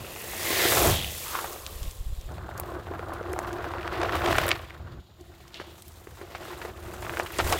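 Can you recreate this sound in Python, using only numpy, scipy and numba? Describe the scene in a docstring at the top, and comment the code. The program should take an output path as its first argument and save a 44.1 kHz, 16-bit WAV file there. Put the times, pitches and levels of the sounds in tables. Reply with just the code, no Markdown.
"""A bicycle rolls past a microphone on the forest floor three times: over dry leaves, over gravel, over twigs
and dirt. The tyre is random grain clicks and hiss through resonances: rumbling carcass, humming air ring,
crunching stones. Twigs snap with a spike and a short ring, one with a forest echo; leaves are bright noise that
rustles, swishes, ticks. On the first pass the freewheel buzzes in even noise clicks. Stirred air buffets the
microphone with low noise; eddies and wheel thuds are pressure flips. A faint electronic whine hangs high up in
steady sines."""
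import sys
import numpy as np
from scipy import signal
from scipy.io import wavfile
from scipy.ndimage import uniform_filter1d
from numba import njit

SR = 44100
rng = np.random.default_rng(int(sys.argv[2]) if len(sys.argv) > 2 else 0)


def dump_mix(stems):
    """Bounce the given channels to the path in sys.argv[1] as a 16-bit WAV at rate SR."""
    frames = np.atleast_2d(stems).T  # one column per channel
    limited = np.clip(frames, -1, 1)  # hard clip at full scale
    pcm = np.round(limited * 32767).astype(np.int16)
    wavfile.write(sys.argv[1], SR, pcm)


N = 334719

# the three grounds: [start t/s, patchiness 0-1]
GROUNDS = [(0, 0), (2.282, 0.95), (5, 0.7)]

# Resonances: [f/Hz, width/Hz of each of two filter stages, relative level/dB on each of the three grounds]
# tyre carcass
CARCASS_MODES = [(76.1, 54.3, 1, 9.5, 9.5), (102.5, 60, -5, -4, -18), (159, 145, -5, -2.5, -2)]
# air ring inside the tyre
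AIR_RING_MODES = [(348, 52, -0.5, 1.5, 4), (692, 137, -6, -3, -3), (1050, 46, -7, -10.5, -14.5)]
# stones
GRAVEL_MODES = [(471, 425, 5.5, 0.016, 1.5), (756, 770, 1.5, 0, 1.4), (1128, 434, -5.5, 0.0036, -4.5),
                (1440, 550, -4.5, 0.0074, -3.5)]
# twig litter
LITTER_MODES = [(1890, 670, -6.5, 4.5, -3.5), (2650, 930, -6, 1, -6), (3480, 1900, -0.5, 0, -5.5),
                (4740, 2340, -4.5, -7.5, -9.5)]
# dry leaves
LEAF_MODES = [(6460, 7300, -1.5, -1.5, 0.17), (7500, 5400, -0.87, -2.5, -1.3),
              (11540, 7900, 0.98, -1.7, -1.3), (14400, 7800, 0.31, 0, -0.48)]
# stirred air at the microphone
BUFFET_MODES = [(34, 13, 1.2, 7, 0.54), (67, 32, 2.7, -8, 0)]

# the passes, the second with its fading apart:
# [t/s, crunch under the tread level/dB, twig litter level/dB, leaf rustle level/dB]
ROLLS = [
    [(0.0, -46.5, -49.5, -51.5), (0.21, -47.5, -47.5, -44), (0.37, -44.5, -41, -40),
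     (0.45, -37, -34, -34.5), (0.65, -33, -25.5, -29), (0.77, -29.5, -30.5, -27), (0.87, -25.5, -30, -28),
     (0.92, -33, -30, -30.5), (1.0, -44, -39, -39.5), (1.08, -51, -43, -41), (1.2, -49.5, -43, -39),
     (1.32, -50.5, -40.5, -39.5), (1.44, -42, -44, -41.5), (1.61, -50, -51, -48.5), (1.87, -54.5, -50, -50),
     (2.0, -61, -60, -56.5), (2.275, -57.5, -58, -61)],
    [(2.29, -45.5, -66, -61), (2.47, -44.5, -66, -65), (2.72, -42, -58.5, -56.5), (2.84, -44.5, -63, -63.5),
     (3.3, -38.5, -58.5, -60.5), (3.38, -38, -57.5, -57.5), (3.64, -39, -55, -61), (3.96, -35, -47.5, -58),
     (4.06, -32, -44.5, -55), (4.26, -30, -39.5, -45.5), (4.37, -28.5, -33, -40.5), (4.45, -33, -40.5, -48),
     (4.52, -29.5, -36, -47)],
    [(4.54, -38.5, -45.5, -56), (4.62, -43, -54, -59), (4.68, -53, -57, -66), (4.77, -46, -61, -68),
     (4.85, -52.5, -64.5, -70), (4.995, -54.5, -67.5, -71)],
    [(5.0, -60, -65, -73), (5.12, -61, -69.5, -76), (5.22, -62.5, -60.5, -65.5), (5.6, -51, -55, -64.5),
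     (5.78, -57, -60.5, -58.5), (6.05, -55.5, -58.5, -59), (6.35, -49, -50, -60), (6.65, -43.5, -47, -52),
     (6.72, -50, -54, -59.5), (6.85, -46.5, -53, -57), (7.05, -43, -47, -50.5), (7.22, -36.5, -45, -50.5),
     (7.33, -44, -42.5, -52.5), (7.4, -38, -39, -44.5), (7.51, -31.5, -35, -36.5),
     (7.59, -38.5, -33.5, -42)],
]
# shaking of the tyre carcass: [t/s, level/dB]
RUMBLE = [(0.0, -29.5), (0.06, -43), (0.65, -36.5), (0.89, -20.5), (1.2, -43), (1.65, -48.5), (1.88, -40),
          (1.92, -54), (2.07, -50), (2.26, -49), (2.3, -37.5), (2.49, -43), (3.87, -42.5), (4.4, -33.5),
          (4.69, -49), (4.99, -37.5), (5.03, -53.5), (6.47, -50.5), (7.06, -39.5), (7.31, -49.5),
          (7.46, -32), (7.59, -40)]
# air stirred at the microphone: [t/s, level/dB]
WAKE = [(0.0, -63), (0.74, -68), (0.89, -27), (1.01, -49), (1.41, -52), (1.86, -41), (2.26, -43),
        (2.33, -60), (4.25, -69), (4.37, -40), (4.46, -66.5), (5.94, -69), (7.57, -58), (7.59, -54)]
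# bumps that set the air ring humming for a moment: [t/s, level/dB]
BUMPS = [(0.505, -33), (0.655, -35), (0.86, -28), (2.718, -37), (2.921, -44), (3.335, -32.5),
         (3.537, -33.5), (3.96, -53), (4.29, -26), (5.21, -47.5), (5.29, -52), (5.42, -55), (5.88, -56),
         (6.239, -50), (6.435, -50), (6.655, -49), (7.395, -42), (7.509, -40)]
# air ring above the crunch: [level/dB on each of the three grounds]
AIR_RING_DB = [-3.5, -3, -4.5]
# lone chips above the crunch: [level/dB on each of the three grounds]
CHIPS_DB = [-11, -14.5, -12.5]
# steady tones of the electronics: [f/Hz, rms level/dB]
WHINE = [(6751, -81), (7127, -80), (13501, -85), (14250, -83), (14626, -84)]

# stones and twigs under the tread: [t/s, level/dB, f/Hz, spike relative level/dB, crunch relative level/dB]
SNAPS = [(0.047, -29, 400, -4, -10), (0.162, -28, 730, -8, -8), (0.334, -28, 750, -7, -5),
         (0.504, -16.5, 342, -8, -12), (0.595, -13, 2000, -11, -12), (0.652, -11.5, 369, -7, -6.5),
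         (0.722, -17, 1210, -4, 0), (0.772, -12, 676, -7, -0.5), (0.863, -18, 493, -20, -10),
         (1.352, -12.5, 1090, -16, -11), (1.389, -16, 1070, -22, -13), (1.443, -18, 800, -20, -10.5),
         (1.56, -26.5, 636, -10, -12), (2.382, -25, 690, -15, -10), (2.49, -21.5, 790, -28, -30),
         (2.598, -20.5, 780, -24, -9), (2.635, -24.5, 690, -19, -6), (2.685, -29, 370, -18, -21),
         (2.72, -26.5, 500, -14, -12), (2.787, -25, 466, -23, -30), (2.869, -26, 750, -8, -13),
         (2.937, -23.5, 735, -7, -16), (2.911, -19, 395, -24, -29), (2.993, -22, 483, -2, -12),
         (3.029, -27.5, 730, -8, -19), (3.163, -37, 705, -8, -15), (3.211, -18, 480, -17, -29),
         (3.335, -20.5, 480, 0, -8), (3.363, -20, 780, -15, -17), (3.389, -15, 720, -3, -19),
         (3.447, -23, 900, -8, -11), (3.49, -26, 1070, -15, -9), (3.539, -24, 368, -17, -19),
         (3.585, -25, 1280, -11, -8), (3.609, -33, 2000, -6, -9), (3.643, -23.5, 1060, 1, -5),
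         (3.708, -22, 895, -10, -14), (3.737, -18.5, 990, -4.5, -15), (3.783, -32.5, 350, 7, 1),
         (3.81, -27, 2450, -9, -12), (3.83, -29, 2500, -5, -10), (3.877, -19, 1130, 2, -1.5),
         (3.954, -24, 708, -11, -17), (4.016, -27, 366, -2, 10), (4.033, -16.5, 696, -17, 0.5),
         (4.094, -22.5, 1300, 1, -1), (4.133, -21, 681, 4, -13), (4.155, -18, 730, -4, 1),
         (4.192, -24, 710, -2, -9), (4.22, -18, 1500, -3, -7), (4.261, -16, 680, -6, 5),
         (4.287, -15.5, 363, -6, -2), (4.307, -14, 650, -8, -12), (4.328, -19, 675, -3, 5.5),
         (4.355, -17, 1463, -6, -2), (4.384, -15, 660, 5, 8.5), (4.457, -16.5, 563, -10, -4),
         (4.481, -15.5, 560, -13, -1), (4.491, -16, 2200, -8, 0), (4.508, -11, 2340, -20, -6),
         (4.5153, -5, 2350, -0.5, -5), (4.593, -27, 2920, -15, -14), (4.706, -24, 2170, -18, -15),
         (5.543, -22, 3930, -14, -11.5), (5.599, -25, 373, 2.5, -7.5), (5.614, -28, 600, -4, -8),
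         (6.071, -29, 407, -3, -14), (6.213, -27, 410, -4, -9.5), (6.349, -28, 700, 6, 0),
         (6.427, -29.5, 620, -2, -13), (6.505, -31, 1020, -10, -3), (6.53, -27, 900, -6, -7),
         (6.7, -31, 2000, -10, -14), (6.454, -29, 1200, -10, -20), (6.868, -36, 890, -5, -11),
         (6.937, -31, 890, -7, -8), (7.025, -27, 700, -4, -3.5), (7.048, -25.5, 796, -6, -4),
         (7.066, -22, 1390, -5, -17), (6.616, -38, 368, 15, 10.5), (6.65, -22, 463, -3, -10.5),
         (7.095, -26.5, 1220, 9.5, -8), (7.137, -21.5, 1500, -10, -12), (7.171, -15, 1440, -12, -14),
         (7.1974, -13, 670, 4, -9), (7.261, -30, 1300, 0, 2), (7.304, -26, 1290, -14, -15),
         (7.389, -13, 414, -8, 0), (7.4, -19, 726, 8, 2), (7.525, -9.5, 790, -3, -3)]
# time scale of a snap's crunch: [time/ms on each of the three grounds]
CRUNCH_MS = [10.3, 3.5, 10.5]
# leaves ploughed, thrown up, settling or stirred; at 5.56 s the forest echo of a snap:
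# [peak t/s, f/Hz, width/Hz, level/dB, rise/(dB/s), fall/(dB/s)]
SWISHES = [(0.62, 1960, 700, -29.5, 51, 51), (0.8, 660, 350, -29, 300, 76), (0.96, 3320, 1000, -36, 66, 83),
           (1.27, 1090, 600, -44, 300, 64), (1.355, 1180, 700, -35, 250, 135),
           (1.7, 1110, 250, -55.5, 34, 30), (1.8, 490, 200, -56.5, 23, 31),
           (1.9, 3630, 2020, -60.5, 30, 1.5), (1.95, 7100, 3000, -62.5, 30, 13),
           (5.56, 3100, 1880, -48, 600, 79)]
# brittle leaves breaking: [t/s, level/dB, f/Hz]
TICKS = [(1.531, -28, 8400), (1.665, -26, 3400), (1.83, -28, 4000), (1.88, -38, 3000), (1.911, -32, 6530),
         (1.958, -42, 6400), (2.174, -47, 6400), (2.212, -35.5, 5000), (2.32, -42, 6000),
         (2.578, -30, 7710), (2.599, -22.5, 12500), (3.136, -33, 7300), (3.3317, -30, 6700),
         (3.39, -26.5, 8300), (3.53, -33, 5900), (3.687, -41, 4500), (4.0, -41, 6000), (4.016, -42, 5000),
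         (4.155, -29, 12200), (4.258, -35, 5560), (4.384, -23, 8000), (4.466, -21, 14100),
         (4.481, -21, 12000), (4.4898, -17, 10000), (5.2103, -41.5, 6260), (5.35, -44, 5000),
         (5.48, -42, 5000), (5.822, -32, 6540), (5.881, -34, 11000), (6.9373, -31, 8040),
         (7.0224, -35, 6400), (7.193, -28, 5720), (7.234, -32, 6300), (7.322, -29, 13700),
         (7.386, -20, 5590), (7.525, -14, 5240)]
# low pressure jumps, eddies of the wake and from 7.45 s on thuds of the passing wheel:
# [t/s, level/dB, +1 pressure jumps up or -1 down]
PRESSURE_JUMPS = [(1.765, -34, -1), (1.823, -31, 1), (1.88, -28.5, -1), (2.01, -29, -1), (2.069, -28, -1),
                  (2.103, -31, 1), (2.13, -27, -1), (2.187, -30, 1), (2.263, -33.5, 1), (7.452, -29, -1),
                  (7.466, -35, -1), (7.506, -35, -1)]


def undb(db):
    """Gain of a level in dB."""
    return 10 ** (np.asarray(db) / 20)


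def unit(x):
    """Scale to rms 1."""
    return x / np.sqrt(np.mean(x ** 2))


def add(out, s, x):
    """Mix x into out from second s on."""
    i = int(s * SR)
    out[i:i + len(x)] += x[:N - i]


def ground(values):
    """The value that holds on the ground of the moment, sample by sample."""
    starts = [start for start, _ in GROUNDS]
    return np.asarray(values)[np.searchsorted(starts, np.arange(N) / SR, "right") - 1]


def follow(table):
    """The columns of a curve, one interpolated value for each sample."""
    s, *columns = np.transpose(table)
    return [np.interp(np.arange(N) / SR, s, column) for column in columns]


def swell(s, db, rise, fall):
    """Gain that climbs to db at second s and sinks again, with slopes in dB per second."""
    t = np.arange(N) / SR
    return undb(db - np.maximum(rise * (s - t), fall * (t - s)))


@njit
def svf(x, hz, width):
    """State-variable band-pass, gain 1 at the centre; centre and width may move."""
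    y, band, low = np.empty(len(x)), 0., 0.
    for i in range(len(x)):
        f = hz[i % len(hz)]
        g, k = np.tan(np.pi * f / SR), width[i % len(width)] / f
        # the tiny offset keeps the states out of denormal numbers
        v = (band + g * (x[i] + 1e-18 - low)) / (1 + g * (g + k))
        band, low, y[i] = 2 * v - band, low + 2 * g * v, k * v
    return y


def ring(x, hz, width):
    """A steep resonance: two band-pass stages, scaled to rms 1."""
    hz, width = np.atleast_1d(1. * hz, 1. * width)
    return unit(svf(svf(x, hz, width), hz, width))


def breaks(per_s, scatter_db):
    """Random clicks; positive scatter makes a few much bigger, negative a few much smaller."""
    when, size = rng.random((2, N))
    level_db = -scatter_db * np.log(np.abs(2 * size - 1) + .02)
    return (when < per_s / SR) * undb(level_db) * np.sign(size - .5)


def grains(per_s, scatter_db, hiss):
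    """Breaking grains over a smoother hiss of sliding dirt."""
    return unit(breaks(per_s, scatter_db)) + hiss * rng.standard_normal(N)


def clumps(per_s, scatter_db, fade_ms, base):
    """Patches of rubble: the crunch swells fast as the tread meets one and dies away."""
    hits = uniform_filter1d(np.abs(breaks(per_s, scatter_db)), int(.004 * SR))
    fading = signal.lfilter([1], [1, -np.exp(-1000 / (fade_ms * SR))], hits)
    patches = unit(base + unit(fading))
    return patches ** ground([patchiness for _, patchiness in GROUNDS])


def crunch(modes, patches, **kind):
    """Separate grains drive each resonance, bunched by the patches."""
    return unit(sum(undb(ground(db)) * ring(grains(**kind) * patches, hz, width)
                    for hz, width, *db in modes))


def pieces(low_hz, high_hz, cycles, per_s, scatter_db):
    """Lone pebbles or flakes: each one rings briefly at a pitch of its own."""
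    hits = breaks(per_s, scatter_db)
    pitches = low_hz * (high_hz / low_hz) ** rng.random(N)
    hz = pitches[np.cumsum(hits != 0)]  # a new pitch at every hit
    return ring(hits * np.sqrt(1 / hz), hz, hz / cycles)


def tyre_carcass(coarse):
    """The ground shakes the tyre carcass into a low rumble."""
    level_db, = follow(RUMBLE)
    return undb(level_db) * crunch(CARCASS_MODES, coarse ** 0.11, per_s=52.0, scatter_db=-6.0, hiss=2.7)


def air_ring(crunch_db, coarse):
    """The ring of air in the tyre hums along with the crunch and louder at bumps."""
    bumps = sum(swell(s, db, rise=900, fall=309) for s, db in BUMPS)
    hum = undb(crunch_db + ground(AIR_RING_DB)) + bumps
    return hum * crunch(AIR_RING_MODES, coarse ** 0.81, per_s=150., scatter_db=4.0, hiss=0.91)


def gravel(patches):
    """Stones grinding and lone pebbles; they are too big to ring high."""
    stones = crunch(GRAVEL_MODES, patches, per_s=200., scatter_db=0.0, hiss=0.48)
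    pebbles = undb(-9) * pieces(415.0, 2144.0, cycles=4.1, per_s=70., scatter_db=1.5)
    low_pass = signal.butter(4, 1740, fs=SR, output="sos")  # cutoff in Hz
    return signal.sosfilt(low_pass, stones + pebbles)


def chips():
    """Lone stones cracking apart: dry clicks at random moments."""
    return undb(ground(CHIPS_DB)) * ring(breaks(per_s=110.0, scatter_db=2.0), 1500.0, 1500.0)


def twig_litter(coarse, fine):
    """Twig litter crackles in patches, with lone pieces ringing above it."""
    crackle = crunch(LITTER_MODES, coarse ** 0.55 * fine, per_s=400.0, scatter_db=2.0, hiss=1.26)
    lone = pieces(1934.0, 4620.0, cycles=10.0, per_s=150., scatter_db=-6.0)
    return crackle + undb(-11) * lone


def leaf_rustle(fine):
    """Leaves rustle as dense bright grains, with lone flakes ringing higher."""
    rustle = crunch(LEAF_MODES, fine, per_s=1100.0, scatter_db=5.5, hiss=1.0)
    flakes = pieces(5700.0, 16800.0, cycles=7.8, per_s=330.0, scatter_db=7.0)
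    return rustle + undb(-13.0) * flakes


def wake():
    """Stirred air buffets the microphone with low, uneven noise."""
    level_db, = follow(WAKE)
    return undb(level_db) * crunch(BUFFET_MODES, 1, per_s=13.0, scatter_db=-1.0, hiss=1.0)


def whine():
    """A faint electronic whine in steady high sines."""
    t = np.arange(N) / SR
    return sum(np.sqrt(2) * undb(db) * np.sin(2 * np.pi * hz * t) for hz, db in WHINE)


def snaps():
    """Fragments start to crunch, then the piece gives way with a sharp spike and a ring of a few cycles."""
    out, t, scale_ms = np.zeros(N), np.arange(SR // 10) / SR, ground(CRUNCH_MS)
    noises = rng.standard_normal((len(SNAPS), len(t)))
    for (s, db, hz, spike_db, crunch_db), noise in zip(SNAPS, noises):
        # high-pitched pieces give way faster
        turn = (t - min(.001, 0.736 / hz)) / min(0.00016, 0.16 / hz)
        spike = (turn ** 2 - 1) * np.exp(-turn ** 2 / 2)
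        crack = np.sin(2 * np.pi * hz * t) * 2.0 * hz * t * np.exp(-t * hz / 0.72)
        age = 1000 * t / scale_ms[int(s * SR)]
        bits = ring(noise, np.sqrt(1600 * hz), 2120.0) * 2.0 * age * np.exp(-2 * age)
        add(out, s - .002, undb(db + crunch_db) * bits)
        add(out, s + 0.0003, undb(db) * (undb(spike_db) * spike + crack))
    return out


def freewheel():
    """Even noise clicks of the pawls, faint from afar; near by, they sink in pitch as the hub goes past."""
    near_s, clicks_per_s = 1.0345, 95.0
    t = np.arange(N) / SR - near_s
    clicks = np.exp(-(t * clicks_per_s % 1) / 0.15) * rng.standard_normal(N)
    far = swell(0.16, -49, rise=22, fall=22) * ring(clicks, 2650, 600.0)
    near_hz = np.clip(2930 - 2100 * t, 2200., 3500.)
    near = swell(near_s, -35, rise=72, fall=176) * ring(clicks, near_hz, 1300)
    return far + near


def swishes(patches):
    """Swishes of leaves and one echo tail, each swelling to its peak and dying away."""
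    noise = grains(per_s=1500., scatter_db=2.5, hiss=1.2) * patches
    return sum(swell(s, db, rise, fall) * ring(noise, hz, width)
               for s, hz, width, db, rise, fall in SWISHES)


def ticks():
    """Brittle leaves break in bright, very short bursts with a faint rattle after."""
    out, t = np.zeros(N), np.arange(SR // 20) / SR
    fade = np.exp(-t / 0.00026) + 0.23 * np.exp(-t / 0.0046)  # burst, rattle
    noises = rng.standard_normal((len(TICKS), len(t)))
    for (s, db, hz), noise in zip(TICKS, noises):
        add(out, s, undb(db) * ring(noise, min(hz, .35 * SR), 1.9 * hz) * fade)
    return out


def pressure_jumps():
    """Eddies or wheel thuds: pressure builds slowly, flips over quickly and relaxes."""
    edge_ms, spread_ms = 2.9, 8.5
    out, ms = np.zeros(N), 1000 * np.arange(SR // 10) / SR - 50
    flip = 2 * np.tanh(ms / edge_ms) * np.exp(-(ms / spread_ms) ** 2)
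    for s, db, way in PRESSURE_JUMPS:
        add(out, s - .05, undb(db) * np.sign(way) * flip)  # the flip falls at second s
    return out


def scene():
    """Mix the rolling tyre, the litter it breaks, the freewheel, the air and the thuds at the microphone."""
    crunch_db, litter_db, leaves_db = follow(np.concatenate(ROLLS))
    coarse = clumps(per_s=120.0, scatter_db=1.0, fade_ms=10.0, base=0.41)
    fine = clumps(per_s=60., scatter_db=3., fade_ms=8., base=1.5)
    out = tyre_carcass(coarse) + air_ring(crunch_db, coarse)
    out += undb(crunch_db) * (gravel(coarse) + chips())
    out += undb(litter_db) * twig_litter(coarse, fine)
    out += undb(leaves_db) * leaf_rustle(fine)
    out += wake() + whine()
    out += snaps() + freewheel() + swishes(fine) + ticks() + pressure_jumps()
    return out[None]  # one channel


def record(dry):
    """The recorder cuts the top with a steep low-pass at 15850 Hz."""
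    return signal.sosfilt(signal.ellip(10, .2, 60, 15850, fs=SR, output="sos"), dry)


dry = scene()
out = record(dry)
dump_mix(out)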